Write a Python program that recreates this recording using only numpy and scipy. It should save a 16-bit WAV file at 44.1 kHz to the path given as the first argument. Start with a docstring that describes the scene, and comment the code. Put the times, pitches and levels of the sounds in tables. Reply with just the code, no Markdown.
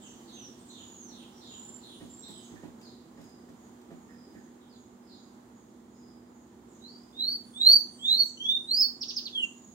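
"""In a wooden room a caged songbird sings six rising whistles, four quick down-sweeps and a falling last note.
Other birds call further off, some in thin high whistles, some burry and blurred by the walls.
The birds are gliding tones in room reflections; soft wooden bumps, ticks and scrapes are struck or rubbed noise.
A faint motor hum of wavering sines lies under a low rush, an outdoor wash and a high hiss of shaped noise."""
import sys
import numpy as np
from scipy import signal
from scipy.fft import rfft, irfft
from scipy.io import wavfile
from scipy.ndimage import uniform_filter1d

SR = 44100
rng = np.random.default_rng(int(sys.argv[2]) if len(sys.argv) > 2 else 0)


def output_pcm(signal):
    """Save a mono or channel-first signal as 16-bit PCM at the path in sys.argv[1].

    Samples are clipped to [-1, 1] before scaling.
    """
    pcm = np.clip(np.atleast_2d(signal).T, -1, 1) * 32767
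    wavfile.write(sys.argv[1], SR, np.round(pcm).astype(np.int16))


N = 429518
TIME = np.arange(N) / SR

# Source levels throughout are dry: before room and panning.
# near bird's whistles, six rising and the last falling: t/s, glide/s, hold/s, start f/Hz, f after glide/Hz,
# final f/Hz, start level/dB, lead-in/s, lead-in level/dB, full voice level/dB, fade by the end/dB
WHISTLES = [ (6.797, 0.13, 0.043, 3760, 4704, 4620, -69, 0.028, -53, -45, 6.5),
            (7.126, 0.2, 0.055, 3505, 4564, 4474, -63, 0.06, -45.5, -27, 5.5),
            (7.536, .205, 0.038, 3383, 4570, 4592, -54.5, 0.12, -22, -14, 2),
            (7.98, .222, 0.036, 3086, 4467, 4294, -66.5, .11, -22, -19, 4),
            (8.371, .175, .03, 3016, 3693, 3610, -47, 0.11, -33.5, -21, 8),
            (8.671, 0.14, .056, 3800, 5267, 4415, -50, 0.032, -31, -19.5, 2),
            (9.326, 0.12, 0.016, 3476, 2746, 2650, -48, 0.021, -41.5, -31.5, 2)]
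# a whistle creeps in softly, opens suddenly, glides in an S-curve and hooks to its final pitch
CREEP_BEND, OPEN_S, GLIDE_EASE, HOOK_S = 1.7, 0.012, 0.34, 0.024
# at its very end a whistle dies away
RELEASE_S, RELEASE_DB = 0.019, -9.5
# near bird's quick down-sweeps: t/s, start f/Hz, level/dB
SWEEPS = [(9.004, 5770, -26.5), (9.078, 5770, -27), (9.160, 5490, -26), (9.250, 4710, -29.5)]
# each falls ever faster to the same low pitch and is loudest in the middle
SWEEP_S, SWEEP_END_HZ, SWEEP_BEND, SWEEP_EDGE_DB = 0.033, 2310, 2.05, -19.5
# colour of the near bird's overtones on the way to the microphone: f/Hz, level/dB
OVERTONE_COLOUR = [(5500, 0), (6300, -8), (7300, 1), (9000, 4.5), (10700, -12), (12500, -1), (14000, 0.5),
                   (15600, 9.5)]
# strength of the straight path as the near bird turns its head: t/s, level/dB
FACING = [(6.9, -16), (7.3, 0.5), (7.75, -2), (8.8, -1.5), (9.05, -10), (9.45, 4)]

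# thin high whistles of other birds: t/s, length/s, start f/Hz, end f/Hz,
# bend (1 straight, more turns late), level/dB
THIN_WHISTLES = [(0.321, 0.16, 6330, 5300, 1.9, -52), (.78, .33, 6855, 5450, 3.8, -53.5),
                 (1.47, .29, 6960, 7320, 1.1, -51.5), (2.09, .30, 7320, 7940, 1.0, -53.5),
                 (4.69, 0.082, 5180, 3260, 1.1, -63.5), (9.468, 0.38, 6845, 5500, 3.8, -60)]
THIN_EDGE_DB = -1.5

# distant burry slurs: t/s, length/s, start f/Hz, level/dB
SLURS = [(0, .08, 3620, -61), (0, 0.087, 7900, -57.5), (0.262, 0.15, 4160, -57.5),
         (.657, 0.073, 8000, -58.5), (0.678, 0.14, 4165, -57.5), (1.086, .15, 4155, -59),
         (1.398, .17, 4165, -57.5), (1.802, .15, 4244, -57), (2.216, .18, 4144, -57.5),
         (2.384, 0.083, 8230, -60), (2.808, .10, 5130, -61), (4.592, 0.054, 4100, -70),
         (5.069, 0.098, 4820, -63), (6.661, 0.12, 8230, -68), (8.225, .08, 8400, -57)]
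# every slur ends at the same share of its starting pitch
SLUR_DROP, SLUR_BURR_HZ = 0.73, 308
# distant long dives that grow louder as they fall: t/s, length/s, level at the end/dB
DIVES = [(7.42, .27, -53.5), (7.83, .26, -54), (8.549, .24, -56), (9.326, 0.12, -53.5)]
DIVE_FROM_HZ, DIVE_TO_HZ, DIVE_SWELL_DB, DIVE_BURR_HZ = 10100, 6150, 19, 210
# distant single peeps: t/s, length/s, f/Hz, level/dB
PEEPS = [(.57, 0.028, 8470, -62), (1.155, 0.045, 9220, -65), (1.313, 0.082, 5830, -66),
         (1.62, .14, 9400, -73), (1.828, .18, 9600, -69), (2.19, 0.058, 5800, -67),
         (7.765, .045, 6180, -58.5), (8.17, 0.082, 6130, -59), (8.34, 0.12, 6120, -59.5),
         (9.014, 0.144, 6270, -54)]
PEEP_DROP, PEEP_BURR_HZ = 0.96, 95
# a peep swells from a soft start (against its middle)
PEEP_ONSET_DB, PEEP_END_DB = -6.5, 2
# two distant birds each repeat one peep: first t/s, until t/s, period/s, length/s, f/Hz, level/dB, burr/Hz
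PEEP_SERIES = [(2.74, 7, .392, 0.14, 6930, -73, 170), (1.30, 7.3, .925, .19, 5130, -71.5, 125)]

# soft bumps on wood: t/s, peak level/dB, bass boost of modes below 150 Hz/dB
BUMPS = [(2.005, -37.5, 2), (2.288, -41.5, -2), (2.513, -43.5, 9), (2.628, -38, -2), (3.175, -42, -3),
         (3.485, -45, -4), (3.904, -40, -18), (4.344, -44.5, 0)]
# ringing modes of the wood: f/Hz, relative level/dB, t60/s
WOOD_MODES = [(71.5, -16, 0.48), (112, -15.5, 0.34), (172, -5, 0.25), (289, -2, 0.22), (426, 4, 0.049),
              (513, -2, 0.073), (652, -5.5, 0.056), (817, -6, 0.071), (1270, -7, .025), (1830, 2, 0.022)]
# small dry ticks: t/s, peak level/dB
TICKS = [(1.765, -52), (2.281, -43), (2.305, -46), (2.812, -48), (3.213, -48), (3.24, -51), (3.29, -53),
         (3.489, -55), (3.813, -54)]
# brief soft scrapes: t/s, length/s, resonance f/Hz, level/dB
SCRAPES = [(2.552, 0.033, 1820, -61), (4.058, 0.11, 1830, -65), (4.326, 0.086, 1810, -65),
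           (7.241, 0.11, 1630, -70.5)]

# motor hum lines: f/Hz, rms level/dB
HUM_LINES = [(119.5, -74), (202, -67), (242.2, -57), (363, -69), (473, -74)]
# relative spectrum of the indoor rush: f/Hz, level per Hz/dB
RUSH_SPECTRUM = [(25, -44), (40, -28), (60, -13), (120, -11), (185, -9), (228, 1.9), (262, -4), (345, -3),
                 (430, -11), (570, -18), (1200, -32), (5000, -50)]
# how alike the two sides of the rush are: f/Hz, likeness (0-1)
LIKENESS = [(60, .93), (150, .97), (300, .88), (600, .7), (1200, .4), (8000, 0)]
# relative spectrum of the outdoor wash: f/Hz, level per Hz/dB
WASH_SPECTRUM = [(60, -49.5), (280, -27), (550, -5.5), (820, 0.5), (1150, -4.5), (1450, -9.5), (2000, -13),
                 (2700, -22.5), (5000, -35), (12000, -30)]
# shared base level of rush and wash, each with its own offset: t/s, level/dB
BACKGROUND_LEVEL = [(0.0, -64), (4.31, -65), (4.61, -66.5), (7.35, -66), (9.74, -67)]
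# relative spectrum of the high outdoor hiss with a faint insect band: f/Hz, level per Hz/dB
HISS_SPECTRUM = [(300, -35.5), (2000, -8.5), (3200, 8.5), (5600, 4), (6900, 10), (7350, 11), (7750, 4),
                 (9000, 4.5), (10200, -7), (15500, -2.5)]
# level of the hiss: t/s, level/dB
HISS_LEVEL = [(0, -62.5), (2.5, -62.5), (2.75, -67.5), (6.4, -71.5), (7.3, -66), (9.74, -67)]
TOP_HZ = 15760


def undb(db):
    """Decibels to gain."""
    return 10 ** (np.asarray(db) / 20)


def curve(rows):
    """Rows (t/s, value) joined by straight lines."""
    return np.interp(TIME, *np.transpose(rows))


def on_log_axis(rows, count=N):
    """Rows (f/Hz, value) read at every bin of a spectrum."""
    hz, value = np.transpose(rows)
    bins = np.fft.rfftfreq(count, 1 / SR)
    return np.interp(np.log(bins + 1), np.log(hz), value)


def noise(rows, count=N):
    """Noise of rms 1, coloured by a spectrum (f/Hz, level/dB)."""
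    white = rng.standard_normal(count)
    x = irfft(rfft(white) * undb(on_log_axis(rows, count)), count)
    return x / x.std()


def walk(rate, count=N):
    """Smooth chance of spread near 1, heading for a new value rate times a second."""
    step = np.arange(count) / SR * rate
    return np.interp(step, np.arange(4096), rng.standard_normal(4096))


def add(track, start, sound):
    """Mix a sound into a track from a start time on."""
    i = int(np.clip(start * SR, 0, N - 1))
    track[i:i + len(sound)] += sound[:N - i]


def pan(x, right_db):
    """Lean a sound to the right by a level difference; negative leans left."""
    return x * undb(np.array([[-right_db], [right_db]]) / 2)


def room(x, direct, wet_db, t60, lag_s=0.00016):
    """The straight path reaches the left side first; dense decaying reflections off the boards follow."""
    t = np.arange(SR) / SR
    build_up = 1 - np.exp(-(t / 0.004) ** 2)
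    tail = rng.standard_normal((2, SR)) * undb(-60 * t / t60) * build_up
    tail = tail * undb(wet_db) / np.sqrt(np.sum(tail ** 2, axis=1, keepdims=True))
    straight = np.array([x, np.roll(x, int(lag_s * SR))])
    return direct * straight + signal.fftconvolve(x[None], tail, axes=1)[:, :N]


def whistle(note, overtones=(), waver=0.003, flutter_db=1.0, edge_s=0.004, waver_rate=220):
    """One note of the syrinx: a tone along a contour (t/s, f/Hz, level/dB), burry from quick pitch waver."""
    s, hz, db = np.transpose(note)
    s = np.sort(s)
    t = np.arange(s[0], s[-1] + 1 / SR, 1 / SR)
    level = np.interp(t, s, db)
    smooth_hz = uniform_filter1d(np.interp(t, s, hz), size=180)
    pitch = smooth_hz * (1 + waver * walk(waver_rate, len(t)))
    phase = 2 * np.pi * np.cumsum(pitch) / SR
    tone = np.sin(phase)
    for k, overtone_db in enumerate(overtones, 2):
        # harder blowing brings out the overtones
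        strength = undb(overtone_db + 0.083 * (level + 24.0))
        below_limit = k * pitch < SR / 2
        tone = tone + strength * np.sin(k * phase) * below_limit
    to_edge = np.minimum(t - t[0], t[-1] - t)
    gate = np.sin(np.pi / 2 * np.clip(to_edge / edge_s, 0, 1)) ** 2
    return np.sqrt(2) * tone * gate * undb(level + flutter_db * walk(87.5, len(t)))


def caged_bird():
    """Loud syrinx whistles whose third harmonic is driven harder than the second and fourth."""
    song_track, facing = np.zeros(N), undb(curve(FACING))
    for note in song():
        sound = whistle(note, overtones=(-36, -31, -46), waver=0.0052, flutter_db=3.5, edge_s=0.0031)
        add(song_track, note[0][0], sound)
    coloured = irfft(rfft(song_track) * undb(on_log_axis(OVERTONE_COLOUR)), N)
    above_10k = np.fft.rfftfreq(N, 1 / SR) > 10000
    overtones = irfft(rfft(coloured) * above_10k, N)
    body = coloured - overtones
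    voice = room(body, direct=0.9 * facing, wet_db=-9.5, t60=0.31, lag_s=0.00019)
    # the nearest wall and the ceiling answer within a few milliseconds and blur the quick sweeps
    nearby = room(body, direct=0, wet_db=-7.5, t60=0.09)
    # the highest overtones beam from the beak, so they fade most when the head turns
    sparkle = room(overtones * facing, direct=0.7, wet_db=0, t60=0.22)
    return pan(voice + nearby, right_db=4.5) + pan(sparkle, right_db=-1.5)


def song():
    """The near bird's phrase: its whistles and a run of down-sweeps."""
    sweeps = [glide(start, SWEEP_S, hz, SWEEP_END_HZ, SWEEP_BEND, db, SWEEP_EDGE_DB)
              for start, hz, db in SWEEPS]
    return [sung(*row) for row in WHISTLES] + sweeps


def sung(start, glide_s, hold_s, from_hz, to_hz, final_hz, start_db, lead_s, lead_db, db, fade_db):
    """Contour of a whistle that opens up while it glides, then hooks to its final pitch."""
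    t = np.linspace(0, glide_s + hold_s, 120)
    u = np.minimum(t / glide_s, 1)
    way = u + GLIDE_EASE * (np.sin(np.pi / 2 * u) ** 2 - u)
    hook = (final_hz - to_hz) * np.clip((t - glide_s) / HOOK_S, 0, 1)
    hz = from_hz + (to_hz - from_hz) * way + hook
    creep = (start_db - lead_db) * np.maximum(1 - t / lead_s, 0) ** CREEP_BEND
    opening = np.interp(t, [lead_s, lead_s + OPEN_S, t[-1]], [lead_db, db, db - fade_db])
    release = RELEASE_DB * np.maximum(1 - (t[-1] - t) / RELEASE_S, 0)
    return np.transpose([start + t, hz, creep + opening + release])


def glide(start, length, from_hz, to_hz, bend, db, edge_db):
    """Contour of a one-way glide, loudest in the middle; with more bend it turns later."""
    u = np.linspace(0, 1, 30)
    hz = from_hz + (to_hz - from_hz) * u ** bend
    level = db + edge_db * (2 * u - 1) ** 2
    return np.transpose([start + length * u, hz, level])


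def thin_bird():
    """Very high glides without overtones, from across the room."""
    out = np.zeros(N)
    for row in THIN_WHISTLES:
        note = glide(*row, THIN_EDGE_DB)
        add(out, note[0][0], whistle(note, waver=0.008, flutter_db=2, edge_s=0.008))
    heard = room(out, direct=0.5, wet_db=-1.5, t60=0.42)
    return pan(heard, right_db=6)


def far_birds():
    """Burry calls that arrive almost only by reflection."""
    out = np.zeros(N)
    for note, burr_hz in far_calls():
        mean_hz = np.mean(note, axis=0)[1]
        sound = whistle(note, waver=burr_hz / mean_hz, flutter_db=2.5, edge_s=0.015, waver_rate=600)
        add(out, note[0][0], sound)
    return pan(room(out, direct=0.25, wet_db=4, t60=0.65), right_db=4.5)


def far_calls():
    """Every distant slur, dive and peep as (contour, burr/Hz)."""
    calls = [(slur(start, length, hz, hz * SLUR_DROP, db), SLUR_BURR_HZ)
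             for start, length, hz, db in SLURS]
    for start, length, db in DIVES:
        dive = [(start, DIVE_FROM_HZ, db - DIVE_SWELL_DB), (start + length, DIVE_TO_HZ, db)]
        calls.append((dive, DIVE_BURR_HZ))
    calls += [(peep(*row), PEEP_BURR_HZ) for row in PEEPS]
    for first, until, period, length, hz, db, burr_hz in PEEP_SERIES:
        calls += [(peep(start, length, hz, db), burr_hz) for start in np.arange(first, until, period)]
    return calls


def slur(start, length, from_hz, to_hz, db, sag=0.58, onset_db=0.5, end_db=-4):
    """Contour of a call that falls faster in its first half than in its second."""
    middle_hz = from_hz + sag * (to_hz - from_hz)
    return [(start, from_hz, db + onset_db),
            (start + length / 2, middle_hz, db),
            (start + length, to_hz, db + end_db)]


def peep(start, length, hz, db):
    """Contour of a nearly level call that swells."""
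    return slur(start, length, hz, hz * PEEP_DROP, db, onset_db=PEEP_ONSET_DB, end_db=PEEP_END_DB)


def bumps():
    """Soft blows: each rings the modes of the wood and scuffs it for a moment."""
    out, t = np.zeros(N), np.arange(SR // 3) / SR
    scuff_spectrum = [(100, -8), (300, 12), (550, 0.5), (900, -3.5), (1400, -10), (3000, -15.5), (9000, -31)]
    for start, db, bass_db in BUMPS:
        # every blow excites slightly different pitches
        detune = 1 + 0.019 * rng.standard_normal(len(WOOD_MODES))
        ring = np.zeros(len(t))
        for (hz, mode_db, t60), k in zip(WOOD_MODES, detune):
            decay = undb(mode_db + bass_db * (hz < 150) - 60 * t / t60)
            ring += decay * np.sin(2 * np.pi * hz * k * t)
        scuff = noise(scuff_spectrum, count=len(t)) * np.exp(-t / 0.03)
        # a soft contact takes a few milliseconds to build up
        blow = (ring + 0.6 * scuff) * (1 - np.exp(-t / 0.0065))
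        add(out, start, undb(db) * blow / np.abs(blow).max())
    return pan(room(out, direct=0.87, wet_db=-3, t60=0.15), right_db=5)


def scrapes():
    """Light uneven rubbing: noise that sings in one broad resonance."""
    out = np.zeros(N)
    for start, length, hz, db in SCRAPES:
        count = int(length * SR)
        resonance = [(hz / 3, -22), (hz * 0.9, -10), (hz, 0), (hz * 1.08, -12), (hz * 2, -35)]
        rub = noise(resonance, count=count)
        add(out, start, rub * np.hanning(count) * undb(db + 2.3 * walk(70, count)))
    return pan(room(out, direct=1.0, wet_db=-0.5, t60=0.56), right_db=10)


def ticks():
    """Tiny dry contacts, as of claws and beak on the cage: short bright noise bursts."""
    out, t = np.zeros(N), np.arange(SR // 20) / SR
    for start, db in TICKS:
        grain = noise([(500, -10), (2000, 0), (8000, -1), (15000, -9)], count=len(t))
        tick = grain * t * np.exp(-t / 0.003)
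        add(out, start, undb(db) * tick / np.abs(tick).max())
    return room(out, direct=0.8, wet_db=-3, t60=0.25)


def hum():
    """Steady motor lines: sines that swell, sink and drift in pitch a little."""
    lines = np.zeros(N)
    for hz, db in HUM_LINES:
        phase = 2 * np.pi * np.cumsum(hz + 0.5 * walk(4.4)) / SR
        lines += undb(db + 0.86 * walk(4.7)) * np.sin(phase)
    return pan(np.sqrt(2) * lines, right_db=2.6)


def air(rush_db=10.5, wash_db=2):
    """A low rush, alike on both sides in the bass; a diffuse wash and a wide hiss from outside above it."""
    alike = np.clip(on_log_axis(LIKENESS), 0, 1)
    # more likeness puts more of the rush in the middle and less in the side signal
    mid = irfft(rfft(noise(RUSH_SPECTRUM)) * np.sqrt((1 + alike) / 2), N)
    side = irfft(rfft(noise(RUSH_SPECTRUM)) * np.sqrt((1 - alike) / 2), N)
    background_db = curve(BACKGROUND_LEVEL)
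    rush = np.array([mid + side, mid - side]) * undb(background_db + rush_db + 0.7 * walk(9))
    wash = np.array([noise(WASH_SPECTRUM), noise(WASH_SPECTRUM)])
    wash = wash * undb(background_db + wash_db + 0.9 * walk(8))
    hiss = np.array([noise(HISS_SPECTRUM), noise(HISS_SPECTRUM)])
    hiss = hiss * undb(curve(HISS_LEVEL) + 0.7 * walk(9))
    return pan(rush, right_db=2.7) + pan(wash, right_db=5.5) + pan(hiss, right_db=2)


def scene():
    """All the birds over the sounds of the house."""
    birds = caged_bird() + thin_bird() + far_birds()
    contacts = bumps() + scrapes() + ticks()
    return birds + contacts + hum() + air()


def record(dry):
    """The recorder cuts the top: a steep elliptic low-pass."""
    top_cut = signal.ellip(10, 0.2, 80, TOP_HZ, fs=SR, output="sos")
    return signal.sosfilt(top_cut, dry)


dry = scene()
out = record(dry)
output_pcm(out)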